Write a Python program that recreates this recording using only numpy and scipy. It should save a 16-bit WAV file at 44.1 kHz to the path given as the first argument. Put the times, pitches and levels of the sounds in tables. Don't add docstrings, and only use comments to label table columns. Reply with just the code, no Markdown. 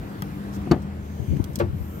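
import sys
import numpy as np
from scipy import signal
from scipy.fft import irfft
from scipy.io import wavfile
from scipy.ndimage import uniform_filter1d

SR = 44100
rng = np.random.default_rng(int(sys.argv[2]) if len(sys.argv) > 2 else 0)


def generate_wav(signal):
    frames = np.transpose(np.atleast_2d(signal))
    scaled = np.clip(frames, -1, 1) * 32767
    pcm = np.round(scaled).astype(np.int16)
    wavfile.write(sys.argv[1], SR, pcm)


def volts_from_db(level):
    exponent = np.asarray(level, float) / 20
    return 10 ** exponent


N = 88200


def read(points, hz):
    f, v = np.transpose(points)
    return np.interp(np.log(hz + 1), np.log(f + 1), v)


def curve(points):
    s, db = np.transpose(points)
    return volts_from_db(np.interp(np.arange(N) / SR, s, db))


def evened(x):
    return x / np.sqrt(np.mean(x ** 2) + 1e-20)


def add(mix, s, sound):
    at = round(s * SR)
    sound = sound[:, max(-at, 0):]
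    part = mix[:, max(at, 0):][:, :sound.shape[1]]
    part += sound[:, :part.shape[1]]


def sides(db):
    return volts_from_db(np.array([[db / 2], [-db / 2]]))


def band(x, lo_hz, hi_hz):
    return signal.sosfilt(signal.butter(2, [lo_hz, hi_hz], "band", fs=SR, output="sos"), x)


def late(x, count):
    return np.array([x[0], np.concatenate([x[1, count:0:-1], x[1, :N - count]])])


# frequency in Hz, level in dB.
CRACK_COLOUR = [(300, -6), (900, -2), (2000, -10), (3700, -13), (5000, -12), (7200, -12), (9800, -13),
                (13500, -5.5)]
# frequency in Hz, time to fall 60 dB in seconds.
CRACK_FADE = [(300, 0.45), (900, 0.082), (3000, 0.059), (6000, 0.017), (12000, 0.044)]


def crack():
    noise = rng.standard_normal(8192) + 0.35 * rng.standard_normal((2, 8192))
    hz, t, cells = signal.stft(noise, fs=SR, nperseg=128)
    hz = hz[:, None]
    fading_db = read(CRACK_COLOUR, hz) - 60 * t / read(CRACK_FADE, hz)
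    x = band(signal.istft(cells * volts_from_db(fading_db), fs=SR, nperseg=128)[1], 260, 10000)
    fade_in = np.minimum(np.arange(x.shape[1]) / 70, 1)
    return x / np.sqrt(np.mean(x[:, :256] ** 2)) * fade_in


def struck(blows, modes):
    out, t = np.zeros((2, N)), np.arange(12000) / SR
    hz, db, t60 = np.transpose(modes)[:, :, None]
    phase = 0.25 * rng.standard_normal(hz.shape) * np.log2(1 + hz / 500)
    for s, blow_db, crack_db, top_hz in blows:
        mode_db = blow_db + db + rng.standard_normal(hz.shape)
        softness = (1 + (hz / top_hz) ** 2) ** 2
        size = volts_from_db(mode_db - 60 * t / t60) / softness
        size = size * (1 - np.exp(-t * hz / .25))
        ring = [(size * np.sin(2 * np.pi * hz * t + k * phase)).sum(0) for k in (1, -1)]
        add(out, s, np.array(ring) * sides(3))
        add(out, s, volts_from_db(crack_db) * band(crack(), 116, top_hz))
    return out


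# frequency in Hz, level in dB, time to fall 60 dB in seconds.
DOOR_SKIN = [(81, -7.5, 0.22), (164, 10.5, 0.03), (252, 5.5, 0.068), (323.4, 7, 0.043), (393.4, -12, 0.21),
             (548, -4, 0.022), (726, -3.5, 0.066), (800, -48, 0.054), (1179, -7, 0.037), (1430, -16, 0.045),
             (1730, -20, 0.067), (970, -14.5, 0.053), (2393, -26, 0.064)]
# start in seconds, level in dB, crack level in dB, hardness as top Hz.
LATCH_BLOWS = [
    (.672, -25.5, -42, 1500),
    (.7121, -12.5, -28, 2580),
    (.718, -11.5, -29, 5050),
    (.7295, -22, -39, 3500),
    (.744, -25, -46, 2500),
    (.763, -26, -55, 1500),
]
# Hz, level in dB, time to fall 60 dB in seconds.
PAWL_TONES = [(3750, -12, .02), (4480, 0, .03), (5150, -5, .018), (5900, -8, .015)]
# start in seconds, level in dB, crack level in dB, hardness as top Hz.
PAWL_TRIPS = [
    (.7128, -32.5, -35.5, 14000),
    (.7146, -29, -33, 11900),
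]


def latch():
    return struck(LATCH_BLOWS, DOOR_SKIN) + struck(PAWL_TRIPS, PAWL_TONES)[::-1]


# frequency in Hz, level in dB, time to fall 60 dB in seconds.
HINGE_PILLAR = [(140, -4, 0.2), (237, -3, 0.18), (343, 4.5, 0.14), (475, 8.5, 0.038), (557, 5, 0.022),
                (820, -10, 0.05), (1135, -13, 0.093), (1400, -3, 0.074), (1530, -12, 0.044),
                (1942, -11, 0.099), (2210, -14, 0.04)]
# start in seconds, level in dB, crack level in dB, hardness as top Hz.
STRAP_BLOWS = [
    (1.5992, -27, -32.5, 4500),
    (1.6010, -27.5, -30.5, 2000),
    (1.6028, -24.5, -37.5, 3500),
    (1.6045, -25.5, -25.5, 1960),
    (1.6097, -23.5, -34.5, 3400),
    (1.6187, -19.5, -27, 500),
    (1.6275, -32, -32, 450),
    (1.638, -28, -39, 596),
]
# frequency in Hz, level in dB, time to fall 60 dB in seconds.
ROLLER_TONES = [(1000, -12, .012), (1800, -8, .01), (2300, 0, .012), (2800, -6, .012), (3700, -8, .01),
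                (4300, -9, .01)]
# start in seconds, level in dB, crack level in dB, hardness as top Hz.
ROLLER_SNAP = [
    (1.5978, -28, -44, 8000),
]


def check_strap():
    return late(struck(STRAP_BLOWS, HINGE_PILLAR) + struck(ROLLER_SNAP, ROLLER_TONES), count=16)


# frequency in Hz, level in dB, time to fall 60 dB in seconds.
HANDLE_SHELL = [(1000, -6, .015), (300, -16, .02), (520, -9, .012), (780, -9, .012), (1235, -1, .035),
                (1950, -9, .025), (3220, -4, .025), (1420, -9, .012)]
# start in seconds, level in dB, crack level in dB, hardness as top Hz.
HANDLE_PULL = [
    (.2217, -22, -37, 3500),
]
# frequency in Hz, level in dB, time to fall 60 dB in seconds.
GRIP_TONE = [(130, 0, .05)]
# start in seconds, level in dB, crack level in dB, hardness as top Hz.
GRIP_STOP = [
    (.2229, -18, -60, 1500),
]


def handle():
    return late(struck(HANDLE_PULL, HANDLE_SHELL), count=13) + struck(GRIP_STOP, GRIP_TONE)


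# start in seconds, level in dB, time to fall 60 dB in seconds, lowest Hz, top Hz.
ECHO_TAILS = [
    (.725, -28.5, 0.16, 180, 800),
    (1.605, -27.5, 0.15, 280, 840),
    (1.604, -40.5, 0.14, 1200, 2100),
    (1.599, -41, 0.093, 1900, 4200),
    (1.364, -42, 0.033, 1500, 2600),
    (.716, -36.5, 0.066, 820, 1600),
]


def tails():
    out, t = np.zeros((2, N)), np.arange(16000) / SR
    for s, db, t60, lo_hz, top_hz in ECHO_TAILS:
        n = rng.standard_normal((3, 16000))
        echoes = evened(band(n[0] + .6 * n[1:], lo_hz, top_hz))
        add(out, s, echoes * volts_from_db(db - 60 * t / t60) * np.minimum(t / 0.0052, 1) * sides(6.7))
    return out


# start in seconds, level in dB, time to fall 60 dB in seconds, lowest Hz, left over right in dB.
PLASTIC_TICKS = [(0.2214, -24.5, 0.01, 6240, 5.5), (0.2295, -63, 0.015, 3000, 8),
                 (.2892, -66, 0.017, 3000, 4), (.77, -75, 0.013, 2000, -9), (.82, -51.5, 0.087, 2000, 0),
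                 (1.3688, -45, 0.022, 1200, 0), (1.4411, -34, 0.032, 2500, -2), (1.5545, -45, .02, 5000, 6),
                 (1.532, -51.5, 0.084, 4000, 1), (1.5567, -23, 0.022, 3000, 2),
                 (1.5615, -46, 0.042, 3000, -24), (1.588, -36, 0.077, 2430, 1.5)]
TICK_BANDS = [3350, 5400, 6000, 8360, 11800, 12100]


def ticks():
    out, t = np.zeros((2, N)), np.arange(4000) / SR
    for s, db, t60, lo_hz, lean_db in PLASTIC_TICKS:
        n = rng.standard_normal((3, 4000))
        n = .5 * n[0] + 1.5 * n[1:]
        rings = sum(band(n, 0.96 * hz, 1.04 * hz) for hz in TICK_BANDS)
        x = evened(band(evened(n) + 0.34 * evened(rings), lo_hz, 21000))
        add(out, s, x * volts_from_db(db - 60 * t / t60) * np.minimum(t / 0.00036, 1) * sides(lean_db))
    return late(out, count=10)


# centre in seconds, length in seconds, peak in dB, pitch in Hz, left over right in dB.
EDDIES = [(1.202, 0.0032, -10.5, 122, 26), (1.227, 0.016, -21, 105, 38), (1.287, 0.0044, -13.5, 102, 9),
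          (1.31, 0.014, -10.5, 79, 34), (1.326, 0.0035, -13, 131, -4), (1.336, 0.012, -13, 157.6, 32),
          (1.351, 0.013, -19, 148, 28), (1.371, 0.0026, -10.5, 130, 15), (1.401, 0.0033, -14.5, 294, 24),
          (1.405, 0.0062, -7.5, 90, 24), (1.424, 0.0062, -20.5, 89.5, 32), (1.498, 0.0089, -21.5, 140, 33),
          (1.582, 0.0038, -17, 200, 13), (1.639, 0.021, -15.5, 96.3, 8), (1.687, 0.033, -23, 94, 0.5),
          (1.702, 0.0053, -14.5, 101, 29), (1.733, 0.0079, -17.5, 107, 24), (1.747, 0.0047, -16.5, 117, 3),
          (1.767, 0.0084, -23, 103, 5.5), (1.813, 0.015, -18, 76.6, 24)]


def gusts():
    out, t = np.zeros((2, N)), np.arange(-3000, 3000) / SR
    for s, length, db, hz, lean_db in EDDIES:
        edge = evened(band(band(rng.standard_normal((2, 6000)), hz, 3 * hz), hz, 4 * hz))
        swing = np.sin(2 * np.pi * hz * t) + 0.14 * edge
        ports = volts_from_db(np.minimum([[lean_db], [-lean_db]], 0))
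        add(out, s + t[0], volts_from_db(db) * swing * np.exp(-(t / length) ** 2) * ports)
    return out


# start in seconds, length in seconds, level in dB, lowest Hz, top Hz.
AIR_RUSH = [
    (1.192, 0.042, -41, 153, 395),
    (1.28, 0.13, -30.5, 168, 345),
]


def rush():
    out = np.zeros((2, N))
    for s, length, db, lo_hz, top_hz in AIR_RUSH:
        n = rng.standard_normal((2, SR))[:, :round(length * SR)]
        rumble = evened(band(band(n, lo_hz, top_hz), lo_hz, top_hz))
        add(out, s, volts_from_db(db) * rumble * np.hanning(n.shape[1]) ** .5 * sides(5.5))
    return out


# start in seconds, length in seconds, level in dB, centre in Hz, width in Hz.
SEAL_RUBS = [
    (0, 0.21, -53.5, 1050, 900),
    (1.053, 0.18, -66, 14900, 1200),
    (0.526, 0.048, -53.5, 6300, 4000),
    (0.529, 0.047, -55, 12800, 4000),
    (1.001, 0.43, -64, 6330, 700),
    (1.739, 0.64, -52.5, 13240, 2400),
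    (1.749, 0.85, -62.5, 7460, 3500),
]


def rubs():
    out = np.zeros((2, N))
    for s, length, db, hz, width in SEAL_RUBS:
        n = rng.standard_normal((2, SR))[:, :round(length * SR)]
        hiss = evened(band(n, hz - width / 2, hz + width / 2))
        add(out, s, volts_from_db(db) * hiss * np.hanning(n.shape[1]) ** 0.16)
    return out


# frequency in Hz, width in Hz, level in dB, waver from 0 to 1.
HUM_TONES = [(78, 5, -36, .6), (298, 12, -46, .7), (150, 15, -46, .8), (199, 2, -35.5, .2)]
# time in seconds, level in dB.
HUM_STRENGTH = [(0, -0.5), (.4, 2.5), (.7, 2.5), (1.0, -0.5), (1.2, -1), (2, -2)]
# time in seconds, level in dB.
DRONE_STRENGTH = [(0, -28), (.25, -4), (.45, 1), (.75, -1.5), (.95, 1.5), (1.15, 3), (1.5, 2), (1.9, 2),
                  (2, -0.5)]


def hum():
    t, out = np.arange(N) / SR, 0
    for hz, width, db, waver in HUM_TONES:
        r = np.exp(-np.pi * width / SR)
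        drift = evened(signal.lfilter([1], [1, -r], rng.standard_normal((2, 2 * N)))[:, N:])
        wavering = 1 + waver * (drift[0] + 1j * drift[1])
        tone = (wavering * np.exp(2j * np.pi * hz * t)).real
        strength = curve(DRONE_STRENGTH) if hz < 100 else 1
        out = out + volts_from_db(db) * strength * tone
    return out * curve(HUM_STRENGTH) * sides(1.0)


# frequency in Hz, likeness from 0 to 1.
LIKENESS = [(60, 0.91), (330, 1), (600, 0.12), (2000, 0.59), (4500, 0)]


def wash(spectrum, patchy_db):
    frames, hz = N // 512 + 5, np.fft.rfftfreq(2048, 1 / SR)
    a, b, c, d, p = rng.standard_normal((frames, 1025, 5)).T
    patches = evened(uniform_filter1d(uniform_filter1d(p, size=20, axis=0), size=6, axis=1))
    same = np.clip(read(LIKENESS, hz), 0, 1)[:, None]
    left = a + 1j * b
    right = same * left + np.sqrt(1 - same ** 2) * (c + 1j * d)
    z = np.array([left, right]) * volts_from_db(read(spectrum, hz)[:, None] + patchy_db * patches)
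    return evened(signal.istft(z, nperseg=2048, noverlap=1536)[1][:, :N])


# frequency in Hz, level in dB per Hz.
TRAFFIC_COLOUR = [(30, -14.5), (70, -3.5), (170, -8.5), (330, -14.5), (600, -22), (1500, -30),
                  (4000, -48.5), (16000, -62.5)]
# time in seconds, level in dB.
DOOR_SCREEN = [(0, 3.5), (.3, 3), (.65, 5.5), (.8, 3), (1.1, 1), (1.5, 1), (1.75, -1), (2, 2)]
# frequency in Hz, level in dB per Hz.
HISS_COLOUR = [(3000, 3.5), (6000, -5.5), (9000, -4.5), (11500, 3), (13500, 3), (16000, -3.5)]
# time in seconds, level in dB.
HISS_STRENGTH = [(0, 2.5), (.3, 4), (.6, 0.5), (.8, -4), (1.0, -2.5), (1.3, 4), (1.5, 1.5), (1.7, -1.5),
                 (2, -2.5)]


def air():
    traffic = volts_from_db(-37) * curve(DOOR_SCREEN) * wash(TRAFFIC_COLOUR, patchy_db=-1.7)
    hiss = volts_from_db(-57.5) * curve(HISS_STRENGTH) * wash(HISS_COLOUR, patchy_db=-3.4)
    return traffic + hiss


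def scene():
    door = latch() + check_strap() + handle() + tails() + ticks()
    moving_air = gusts() + rush()
    street = late(air() + hum(), count=17)
    return door + moving_air + rubs() + street


def band_limit(x):
    return signal.sosfilt(signal.butter(12, 16500, fs=SR, output="sos"), x)


# frequency in Hz, level in dB.
RIGHT_COLOUR = [(100, -1), (800, -3.5), (2000, 1), (5000, 3.5), (8300, 2.5), (9600, -10), (11000, -15),
                (13500, -1)]


def record(dry):
    hz = np.fft.rfftfreq(512, 1 / SR)
    port = np.fft.fftshift(irfft(volts_from_db(read(RIGHT_COLOUR, hz)))) * np.hanning(513)[:512]
    x = np.pad(dry, ((0, 0), (512, 512)), "reflect", reflect_type="odd")
    right = signal.oaconvolve(x[1], port)[256:256 + x.shape[1]]
    x = np.array([x[0], right])
    x = signal.sosfilt(signal.butter(2, 55, "high", fs=SR, output="sos"), x)
    x = signal.oaconvolve(x, signal.firwin(255, 15900, fs=SR)[None], "same")[:, 512:-512]
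    return band_limit(x)


dry = scene()
out = record(dry)
generate_wav(out)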